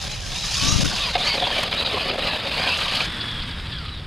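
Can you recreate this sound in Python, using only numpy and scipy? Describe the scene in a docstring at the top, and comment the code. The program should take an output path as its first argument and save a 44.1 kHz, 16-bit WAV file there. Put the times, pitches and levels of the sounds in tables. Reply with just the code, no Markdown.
"""Electric model truck, dry grass to concrete

A small truck ploughs towards the microphone through tall dry grass, passes close by, then runs off over concrete.
Stalks and tyre grit are random grains given a spectrum; motor and gears are unsteady tones tied to one speed curve.
Bumps are struck shell and chassis modes; wind buffets the microphone and one gust thumps its left port.
Most levels follow curves in time; bumps and thumps are single events, and the faint air wash is steady.
The stereo image closes towards the centre."""
import sys
import numpy as np
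from scipy import signal
from scipy.fft import rfft, irfft, next_fast_len
from scipy.io import wavfile

SR = 44100
rng = np.random.default_rng(int(sys.argv[2]) if len(sys.argv) > 2 else 0)


def unload_audio(sound):
    """Save the sound as a 16-bit wav file, at the path given as the first command line argument."""
    columns = np.transpose(np.atleast_2d(sound))
    # keep every value between -1 and 1, then stretch to whole-number steps
    steps = np.round(np.clip(columns, -1, 1) * 32767)
    wavfile.write(sys.argv[1], SR, steps.astype(np.int16))


N = 179338
TIME = np.arange(N) / SR   # s

# Speed of the motor. Each row: time in seconds, whine in Hz.
MOTOR_SPEED = [(0, 799), (.06, 761), (.13, 856), (.27, 660), (.32, 705), (.39, 805), (.46, 822), (.52, 869),
               (.57, 1104), (.63, 1118), (.68, 1175), (.73, 1226), (.88, 1098), (1.01, 1178), (1.07, 1027),
               (1.15, 754), (1.21, 725), (1.28, 961), (1.34, 943), (1.43, 717), (1.47, 705.6), (1.58, 620),
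               (1.66, 703), (1.73, 703.6), (1.79, 828), (1.85, 840), (1.97, 599.6), (2.13, 635), (2.2, 798),
               (2.27, 856), (2.42, 752), (2.52, 793), (2.6, 993), (2.77, 1202), (2.9, 1169), (3.02, 1310),
               (3.09, 1756), (3.2, 1718), (3.33, 1654), (3.58, 1600), (3.71, 1784), (3.77, 1650),
               (3.79, 1438), (3.86, 1249), (3.94, 1210), (4.01, 1050), (4.07, 1017)]
# Passage through the grass. Each row: time in seconds, swish in dB and shell drumming in dB, both before trims.
GRASS_LEVELS = [(0, -34.5, -52), (.05, -32.5, -41), (.2, -38.5, -48.5), (.33, -34, -43), (.55, -30.5, -47),
                (.7, -28, -38.5), (.87, -28.5, -36), (1.0, -28, -40), (1.19, -29, -33), (1.29, -25, -35),
                (1.42, -28.5, -31.5), (1.59, -23.5, -31), (1.67, -28, -31.5), (2.08, -26, -32.5),
                (2.16, -29.5, -31.5), (2.3, -24.5, -30.5), (2.42, -28.5, -32.5), (2.6, -24, -31),
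                (2.76, -25, -38), (3.05, -26, -34)]
# The throttle is eased or blipped. Each row: time in seconds, half length in seconds,
# then the change of the pinion, of the idler, of the spur gear and of the motor, all in dB.
THROTTLE_MOVES = [(.04, 0.027, 3, 3, -2, 2), (.22, 0.05, -14, -7, 5.5, -1), (.345, 0.021, 4.5, -1, 4, 4),
                  (.46, 0.032, 1.5, -3, -8, -1), (.53, .02, 0, 2, -9, -15), (.68, 0.044, 6, 7, 2, 4),
                  (.86, .05, -2, 4, -8, -17), (.955, 0.012, 21.5, -2, -10, -25),
                  (1.03, 0.032, 12.5, 10, 6.5, 0), (1.08, .012, -6, -4, -6, 7),
                  (1.215, 0.012, 6, 0, -11, 10), (1.295, 0.053, 7, 3.5, 9.5, -0.5),
                  (1.44, 0.021, 8.5, -8, -4, -7), (1.8, .025, 9.5, 8, 0, -8), (1.87, .012, 10, 0, 3, 0),
                  (1.93, .03, -3, 0, -8, -3), (2.14, 0.014, -18, 1, 0, -4), (2.28, .05, -1, 5, 3, 2),
                  (2.47, 0.063, -3.5, 0, -5, -16), (2.6, 0.042, 0, 7, 9.5, 3), (2.72, 0.05, -9, 3, 15, -3),
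                  (2.81, .025, 5, 5, -1, 3), (2.95, 0.062, 10, 1, -4, 3.5), (3.33, .08, 2, 0, -2, 5.5),
                  (3.52, 0.013, 9.5, 0, 0, 6), (3.63, 0.034, 2, 0, 6, -12), (3.735, 0.027, 8, 0, 6, 7),
                  (3.84, 0.058, 12.5, 0, -2, 8.5), (3.965, .03, 7, 11, 0, -8)]
# The gear tones start rough, are cleanest near .7 s, then roughen through the grass and onto the concrete.
# Each row: time in seconds, roughness from 0 to 1.
BACKLASH_ROUGHNESS = [(0, .65), (.45, .35), (.72, .14), (1.05, .3), (1.25, .55), (1.9, .6), (2.4, .8),
                      (2.7, .6), (2.85, .8), (3.1, .8), (4.07, .55)]

GRASS_ENDS_S = 3.06
FULL_POWER_HZ = 1200   # whine at which the motor reaches its full power


def from_db(db):
    """Decibels to gain."""
    return 10 ** (np.asarray(db) / 20)


def rms_one(x):
    """Scale to unit rms."""
    return x / np.sqrt(np.mean(x ** 2) + 1e-20)


def in_time(rows):
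    """Each column of a curve, sample by sample."""
    s, *columns = np.transpose(rows)
    return [np.interp(TIME, s, column) for column in columns]


def swells(rows, half_s=None):
    """Bell-shaped changes of level, summed for each column; their half length is shared or follows the time."""
    s, *columns = np.transpose(rows)
    if half_s is None:
        half_s, columns = columns[0][:, None], columns[1:]
    bells = np.exp(-.5 * ((TIME - s[:, None]) / half_s) ** 2)
    return np.array(columns) @ bells


def drift(rate):
    """Smooth random wandering, mostly slower than this rate in Hz; spread about 1."""
    step = 20   # samples between the drawn points
    pole = np.exp(-2 * np.pi * rate * step / SR)
    noise = rng.standard_normal(N // step + 2002)
    slow = signal.lfilter([1], [1, -2 * pole, pole * pole], noise)[2000:]   # let it settle first
    return np.interp(np.arange(N) / step, np.arange(len(slow)), rms_one(slow))


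def colour(x, spectrum):
    """Filter a signal by a spectrum that falls away beyond its ends; rms 1."""
    size = next_fast_len(N)
    hz = np.maximum(np.fft.rfftfreq(size, 1 / SR), 1)
    points, db = np.transpose(spectrum)
    ends = np.minimum(hz / points[0], 1) ** 2 * np.minimum(points[-1] / hz, 1) ** 2
    gain = ends * from_db(np.interp(np.log(hz), np.log(points), db))
    return rms_one(irfft(rfft(x, size) * gain, size)[..., :N])


def ring(clicks, hz, t60):
    """A unit click sets a sine of height 1 ringing; it falls by 60 dB in t60 seconds."""
    r, w = from_db(-60 / (t60 * SR)), 2 * np.pi * hz / SR
    return signal.lfilter([0, np.sin(w)], [1, -2 * r * np.cos(w), r * r], clicks + 1e-18)


def grains(per_s, spread_db):
    """Tiny contacts at random moments, of random sign and spread in strength; rms 1."""
    strength_db = spread_db * np.minimum(rng.exponential(1, N), 4)
    sizes = from_db(strength_db) * rng.choice([-1, 1], N)
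    return rms_one(sizes * (rng.random(N) < per_s / SR))


def widen(mid, side_db):
    """Sound scattered around the source differs between the channels: noise is added to one, taken from the other."""
    return mid + from_db(side_db) * rng.standard_normal(N) * np.array([[1], [-1]])


def distance_db():
    """Sound weakens in proportion to distance; 0 dB at 1 m."""
    # The truck comes up to the microphone, then runs off. Each row: time in seconds, distance in metres.
    path = [(0, 2.9), (.65, 0.87), (1.2, 1.03), (2.5, 1.6), (3.1, 1.36), (3.5, 2.17), (3.85, 3.23),
            (4.07, 5.3)]
    return -20 * np.log10(in_time(path)[0])


def on_concrete(crossing_s=0.0047):
    """Share of the truck's weight that has left the grass."""
    return .5 + .5 * np.tanh((TIME - GRASS_ENDS_S) / crossing_s)


def hops_db():
    """The level dips while the wheels are off the ground."""
    # The truck hops clear of the ground. 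Each row: time in seconds, change of level in dB.
    hop_rows = [(.09, -6.5), (.798, -5.5), (.84, -9), (1.127, -7), (1.174, -12), (1.38, -0.5),
                (1.411, -3.5), (1.49, -2), (1.65, -3.5), (1.692, -5.5), (1.707, -5.5), (1.843, -7),
                (1.9, -2), (2.13, -4.5), (2.17, -2.5), (2.38, -6), (3.09, -4), (3.68, -5)]
    return swells(hop_rows, half_s=0.0038)[0]


def patchy(x, depth_db, rate, count):
    """Each stalk has its own pitch: neighbouring bands swell and fade on their own; rms 1."""
    size = next_fast_len(N)
    spectrum, hz = rfft(x, size), np.fft.rfftfreq(size, 1 / SR)
    centres = np.geomspace(900, 6500, count)
    total = 0
    for tent in np.eye(count):   # overlapping triangular bands
        band = irfft(spectrum * np.interp(hz, centres, tent), size)[..., :N]
        total = total + band * from_db(depth_db * drift(rate))
    return rms_one(total)


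def stalks(per_s, t60, soft_hz=4800, count=24):
    """Single stiff stalks flick free and ring briefly, each at its own pitch; rms 1."""
    pitches = np.geomspace(2350, 4500, count) * (1 + .015 * rng.standard_normal(count))
    rings = sum(ring(grains(per_s / count, spread_db=-2.5), hz, t60) for hz in pitches)
    return rms_one(signal.sosfilt(signal.butter(6, soft_hz, fs=SR, output="sos"), rings))


def grass():
    """Stalks brush the shell in clumps, flick, drum on it, sizzle and snap."""
    # Tufts slap the shell. Each row: time in seconds, swish gain in dB, crackle and rasp gain in dB.
    tufts = [(.82, -1, 0), (.92, 1.5, -7), (.955, -4, 0), (1.158, 10.5, -7), (1.585, 4, 5.5),
             (1.635, 7, 12.5), (1.729, 10, -5), (2.1, 5.5, -2), (2.114, 5.5, -4), (2.779, -11.5, 4),
             (2.955, 2, 12.5), (3.008, 6, -2)]
    # Treble against swish, high while the truck comes head on. 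Each row: time in seconds, level in dB before trims.
    brightness = [(0, -4.5), (.72, 1), (1.05, -11.5), (1.3, -14), (1.5, -19), (2.3, -26.5), (3.05, -15.5)]
    # Shapes of the four grass sounds. Each row: frequency in Hz, relative density in dB per Hz.
    swish_shape = [(500, -16), (900, -3.5), (1150, -0.5), (1400, -3.5), (1750, -2), (2050, -4), (2500, 0),
                   (3300, 0), (3950, -3.5), (4400, -4), (4900, -4), (5200, -9.5), (5600, -32), (7500, -30)]
    drum_shape = [(90, -12.5), (170, -1), (260, -1.5), (330, -8), (430, -3.5), (570, 2), (760, -2.5),
                  (950, -12.5), (1400, -24), (2500, -17.5)]
    crackle_shape = [(6300, -4), (7100, -5), (7600, -0.5), (8500, 2.5), (9200, -3), (9900, 2.5),
                     (11000, -4.5), (13000, -8.5), (15500, -24)]
    rasp_shape = [(4500, -0.5), (5150, 6.5), (5600, 0), (6600, 0.5), (6950, -2.5), (7400, -8), (8700, -17),
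                  (9850, -9.5), (11000, -50)]

    (swish_db, drum_db), (bright_db,) = in_time(GRASS_LEVELS), in_time(brightness)
    tuft_db, snap_db = swells(tufts, half_s=0.0038)
    clumps_db = 1.4 * drift(45) + hops_db()

    brushing = colour(widen(grains(per_s=4500, spread_db=1.5), side_db=-48), swish_shape)
    brushing = patchy(brushing, depth_db=3.0, rate=13.8, count=22)
    flicks = from_db(-4.5) * stalks(per_s=260, t60=.03)
    swish = (brushing + flicks) * from_db(swish_db - 2 + tuft_db + 0.21 * drift(43))

    drum = colour(widen(grains(per_s=1100, spread_db=1.5), side_db=-36), drum_shape)
    drum = drum * from_db(drum_db - 1 + 1.0 * drift(18))

    crackle = colour(widen(grains(per_s=9000, spread_db=2.0), side_db=-4), crackle_shape)
    crackle = crackle * from_db(swish_db - 13 + 0.42 * bright_db + snap_db)   # follows brightness in part

    rasp = colour(widen(grains(per_s=12000, spread_db=5.0), side_db=-14.0), rasp_shape)
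    rasp = rasp * from_db(swish_db + 2 + bright_db + snap_db + 1.6 * drift(76))
    return (swish + drum + crackle + rasp) * from_db(clumps_db)


def shaft_phase():
    """The turning of the motor in radians: dragging stalks shake its speed, on concrete it runs more evenly."""
    shake = .003 + .009 * in_time(BACKLASH_ROUGHNESS)[0] * (1 - on_concrete())
    hz = in_time(MOTOR_SPEED)[0] * (1 + shake * drift(70))
    return 2 * np.pi * np.cumsum(hz) / SR


def smeared(phase, rough, flutter_hz=45, rattle_hz=190):
    """Backlash breaks a tone into a fluttering core and a wide rattle, which takes the power share rough."""
    core = rms_one(np.real((2 + drift(flutter_hz) + 1j * drift(flutter_hz)) * np.exp(1j * phase)))
    rattle = rms_one(np.real((drift(rattle_hz) + 1j * drift(rattle_hz)) * np.exp(1j * phase)))
    return np.sqrt(1 - rough) * core + np.sqrt(rough) * rattle


def motor():
    """A wavering whine, louder with speed; at top speed its gritty octave meets a housing resonance and sings out."""
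    (hz,), throttle_db = in_time(MOTOR_SPEED), swells(THROTTLE_MOVES)[-1]
    power_db = 8 * np.minimum(np.log2(hz / FULL_POWER_HZ), 0)   # 8 dB per octave
    unloaded_db = -5.5 * on_concrete()
    db = -38.5 + power_db + unloaded_db + throttle_db + distance_db() + hops_db()

    phase = shaft_phase()
    octave = smeared(2 * phase, rough=.72, rattle_hz=320) * from_db(2.0 * drift(90))
    housing = signal.iirpeak(3400, 6.6, fs=SR)   # Hz, Q
    octave = signal.lfilter(*housing, signal.lfilter(*housing, octave))
    whine = smeared(phase, rough=.1, rattle_hz=110)
    return (whine + from_db(12) * octave) * from_db(db)


def gear(tones):
    """The tones of one gear, coloured by the housing; they break up as the teeth lose and regain contact."""
    # Response of the gear housing. Each row: frequency in Hz, relative gain in dB.
    housing = [(1500, -8), (2100, -2), (2450, -1.5), (2700, -2.5), (3000, 3.5), (3500, 1.5), (3900, 4),
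               (4300, -2.5), (4800, 5), (5300, -8.5), (6500, 7), (7200, 1)]
    (rough,), phase = in_time(BACKLASH_ROUGHNESS), shaft_phase()
    breaks_db = 3.2 * rough * drift(45)
    total = 0
    for multiple, db, unloaded_db in tones:
        tone = colour(smeared(multiple * phase, rough), housing)
        total = total + from_db(db + unloaded_db * on_concrete()) * tone
    return from_db(breaks_db) * total


def gears(shell_hz=5000):
    """Meshing teeth sing with the motor and chatter; once the truck has passed, its shell shades the treble."""
    # Tones of the gear train. Each row: multiple of the whine, level in dB at 1 m and full-power speed
    # before throttle, drag and hops, change on concrete in dB.
    pinion_tones = [(4.75, -31.5, -14), (5.12, -40, -14), (5.5, -43, -14)]
    idler_tones = [(3.23, -38.5, -1)]
    spur_tones = [(2.32, -37.5, -9)]
    # Shape of the tooth chatter. 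Each row: frequency in Hz, relative density in dB per Hz.
    chatter_shape = [(2300, -7), (2800, -2.5), (3050, 1), (3550, 1), (3850, 3.5), (4250, 1), (4800, 2),
                     (5200, -12), (6000, -12)]
    passes_s = .88   # from here on the truck is heard from behind

    (hz,), (swish_db, _) = in_time(MOTOR_SPEED), in_time(GRASS_LEVELS)
    pinion_db, idler_db, spur_db, _ = swells(THROTTLE_MOVES)
    # in the grass the gears labour with its drag, taken from the swish as if at 1 m
    drag_db = swish_db - distance_db()
    drag_db = (1 - on_concrete()) * 0.37 * (drag_db - np.median(drag_db))

    tones = from_db(pinion_db) * gear(pinion_tones) + from_db(idler_db) * gear(idler_tones)
    tones = tones + from_db(spur_db) * gear(spur_tones)
    speed_db = 2 * np.log2(hz / FULL_POWER_HZ)   # 2 dB per octave
    chatter_db = -34 - 2 * on_concrete() + 0.57 * pinion_db + 3.9 * drift(45)
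    chatter = colour(grains(per_s=5000, spread_db=1.0), chatter_shape) * from_db(chatter_db)
    whirr = tones * from_db(speed_db) + chatter
    whirr = whirr * from_db(drag_db + hops_db() + distance_db())
    shaded = signal.sosfilt(signal.ellip(7, 1, 50, shell_hz, fs=SR, output="sos"), whirr)
    return np.where(TIME < passes_s, whirr, shaded)


def wind():
    """Lumpy eddies press on the microphone, different at each port."""
    # Wind on the microphone. Each row: time in seconds, level in dB before a trim.
    wind_levels = [(0, -32), (.45, -30), (.85, -31), (1.5, -34.5), (2.1, -34.5), (3.0, -33), (3.35, -30),
                   (4.07, -30.5)]
    # Shape of the buffeting. Each row: frequency in Hz, relative density in dB per Hz.
    buffet_shape = [(22, 1), (45, 1), (85, 0), (130, -2.5), (175, -5.5), (240, -19.5), (330, -21.5),
                    (600, -27.5)]
    (db,) = in_time(wind_levels)
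    eddies = colour(widen(rng.standard_normal(N), side_db=-12.5), buffet_shape)
    return eddies * from_db(db + 0.2 * drift(6.3) - 2.5)


def open_air():
    """A steady faint wash of filtered noise, wide across the channels."""
    # Shape of the open air. Each row: frequency in Hz, relative density in dB per Hz.
    air_shape = [(100, -39), (600, 0), (3000, -8), (6000, -27), (15000, -40)]
    return from_db(-52.5) * colour(widen(rng.standard_normal(N), side_db=3.0), air_shape)


def strike(times, levels_db, favoured_hz, modes, rebound_s, focus_db=14):
    """A blow is a quick chatter of fading contacts; where it lands decides which modes it favours."""
    out = np.zeros(N)
    gaps = np.array([[0], [rebound_s], [rebound_s]]) * rng.uniform(.5, 1.5, (len(times), 3)).T
    contacts = times + np.cumsum(gaps, axis=0)
    for k, (hz, db, t60) in enumerate(modes):
        clicks = np.zeros(N)
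        mode_db = levels_db + db - focus_db * np.abs(np.log2(hz / favoured_hz))   # focus in dB per octave
        for when, fade_db in zip(contacts, (0, -2, -6)):
            at = np.clip((when * SR).astype(int), 0, N - 1)
            clicks[at] += from_db(mode_db + fade_db + rng.normal(0, 2.5, len(times)))
        out += (-1) ** k * ring(clicks, hz, t60)
    return out


def bumps(contact_hz=5000, clack_hz=3600):
    """The chassis bottoms out: the shell thuds and the suspension clacks, dulled by soft plastic."""
    # Chassis bumps. Each row: time in seconds, thud in dB and clack in dB, both before trims and mode levels,
    # pitch that the thud favours in Hz.
    bump_rows = [(.039, -23.5, -44, 750), (0.926, -20, -25, 700), (1.153, -10, -9, 770),
                 (1.167, -12, -30, 730), (1.203, -18, -23, 616), (1.344, -15, -27, 695),
                 (1.378, -15, -32, 650), (1.421, -8.5, -23, 761), (1.432, -17, -31, 500),
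                 (1.469, -11.5, -22, 915), (1.503, -14, -13.5, 950), (1.581, -12.5, -15, 560),
                 (1.728, -18, -24, 800), (1.929, -23, -33, 424), (1.941, -9.5, -30, 414),
                 (1.969, -11, -20, 945), (2.052, -16.5, -24, 560), (2.087, -14.5, -26, 579),
                 (2.099, -11.5, -26, 445), (2.126, -16, -41, 327), (2.273, -20.5, -14, 605),
                 (2.468, -24, -31, 598), (2.579, -17, -24, 740), (2.594, -18, -28, 683),
                 (2.637, -14.5, -16, 949), (2.668, -12, -28, 990), (2.862, -15.5, -26, 1102),
                 (3.994, -28.5, -45, 394)]
    # Modes of the plastic shell, then of the suspension. Each row: frequency in Hz, level in dB, t60 in seconds.
    shell_modes = [(260, -8, 0.087), (320, -5.5, 0.016), (399, -4, 0.045), (572, -4.5, 0.039),
                   (660, -12.5, 0.027), (725, -3, 0.051), (976, 2.5, 0.0098), (1090, 2, 0.016),
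                   (1610, -3.5, 0.016)]
    clack_modes = [(2160, -3, 0.031), (2880, -6, 0.008), (3260, -5, 0.0081), (4140, 5.5, 0.0032)]
    s, thud_db, clack_db, thud_hz = np.transpose(bump_rows)
    thuds = strike(s, thud_db - 4.5, thud_hz, shell_modes, rebound_s=0.004104)
    clacks = strike(s, clack_db - 0.5, clack_hz, clack_modes, rebound_s=0.0017)
    return signal.sosfilt(signal.butter(5, contact_hz, fs=SR, output="sos"), thuds + clacks)


def thumps(soft_hz=330, cycles=3.2):
    """Each eddy of the gust is a push of air that swings back and dies away within a few cycles."""
    # Thumps on the left port. Each row: time in seconds, height in dB before decay and softening, pitch in Hz.
    thump_rows = [(0.645, -9.5, 109), (.668, -10, 110), (.682, -10, 65), (0.724, -5, 91),
                  (.759, -4.5, 109.9), (.795, -13, 60.4), (.829, -5, 150), (0.838, -10, 91),
                  (.855, -7, 150), (0.874, -9, 100), (.915, -17, 170.5)]
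    at = np.arange(N)
    pushes = sum(ring(from_db(db) * (at == int(s * SR)), hz, cycles / hz) for s, db, hz in thump_rows)
    return signal.sosfilt(signal.butter(3, soft_hz, fs=SR, output="sos"), pushes)


def gust():
    """One gust hits the left port alone: it rises, thumps and dies."""
    # Shape of the gust. Each row: frequency in Hz, relative density in dB per Hz.
    gust_shape = [(25, -11), (60, 0.5), (120, 0.5), (200, -1.5), (290, -2.5), (400, -20), (800, -20.5)]
    start_s, end_s = 0.648, 0.885
    rise_db = 300 * np.maximum(start_s - TIME, 0)   # 300 dB per second
    fall_db = 133 * np.maximum(TIME - end_s, 0)     # 133 dB per second
    rush = colour(rng.standard_normal(N), gust_shape) * from_db(-24 - rise_db - fall_db + 3.1 * drift(30.0))
    return (rush + thumps()) * np.array([[1], [0]])


def concrete():
    """Tread blocks patter over grit."""
    # Shape of the tyre noise. 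Each row: frequency in Hz, relative density in dB per Hz.
    tyre_shape = [(130, 0), (230, 5), (420, -6.5), (800, -7), (1100, -2.5), (1700, -2), (2800, -4.5),
                  (3500, 0), (4300, -14), (5200, -9), (5900, -24), (7400, -25), (8400, -21.5),
                  (10400, -27.5), (15000, -43)]
    patter = colour(widen(grains(per_s=6000, spread_db=0.0), side_db=-13.0), tyre_shape)
    uneven_db = 1.3 * drift(44)
    return patter * from_db(-28 + distance_db() + uneven_db + hops_db())


def scene():
    """The truck leaves the grass for the concrete, in open air."""
    ground = np.sqrt(1 - on_concrete()) * grass() + np.sqrt(on_concrete()) * concrete()
    return ground + motor() + gears() + wind() + open_air() + bumps() + gust()


def record(dry, airy_hz=6500, airy_share=0.22, cutoff_hz=15300):
    """The image closes nearly to mono except for a little treble; the top is cut steeply."""
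    # The stereo image narrows to the centre. Each row: time in seconds, side gain in dB.
    image_width = [(0, 6), (.85, 3.5), (1.05, -1), (1.3, -15.5), (1.7, -28)]
    width = from_db(in_time(image_width)[0])
    mid, side = (dry[0] + dry[1]) / 2, (dry[0] - dry[1]) / 2
    treble = signal.sosfilt(signal.butter(2, airy_hz, "high", fs=SR, output="sos"), side)
    side = width * side + airy_share * (1 - width) * treble
    stereo = signal.windows.tukey(N, .001) * [mid + side, mid - side]   # soft ends
    return signal.sosfilt(signal.ellip(10, .2, 90, cutoff_hz, fs=SR, output="sos"), stereo)


dry = scene()
out = record(dry)
unload_audio(out)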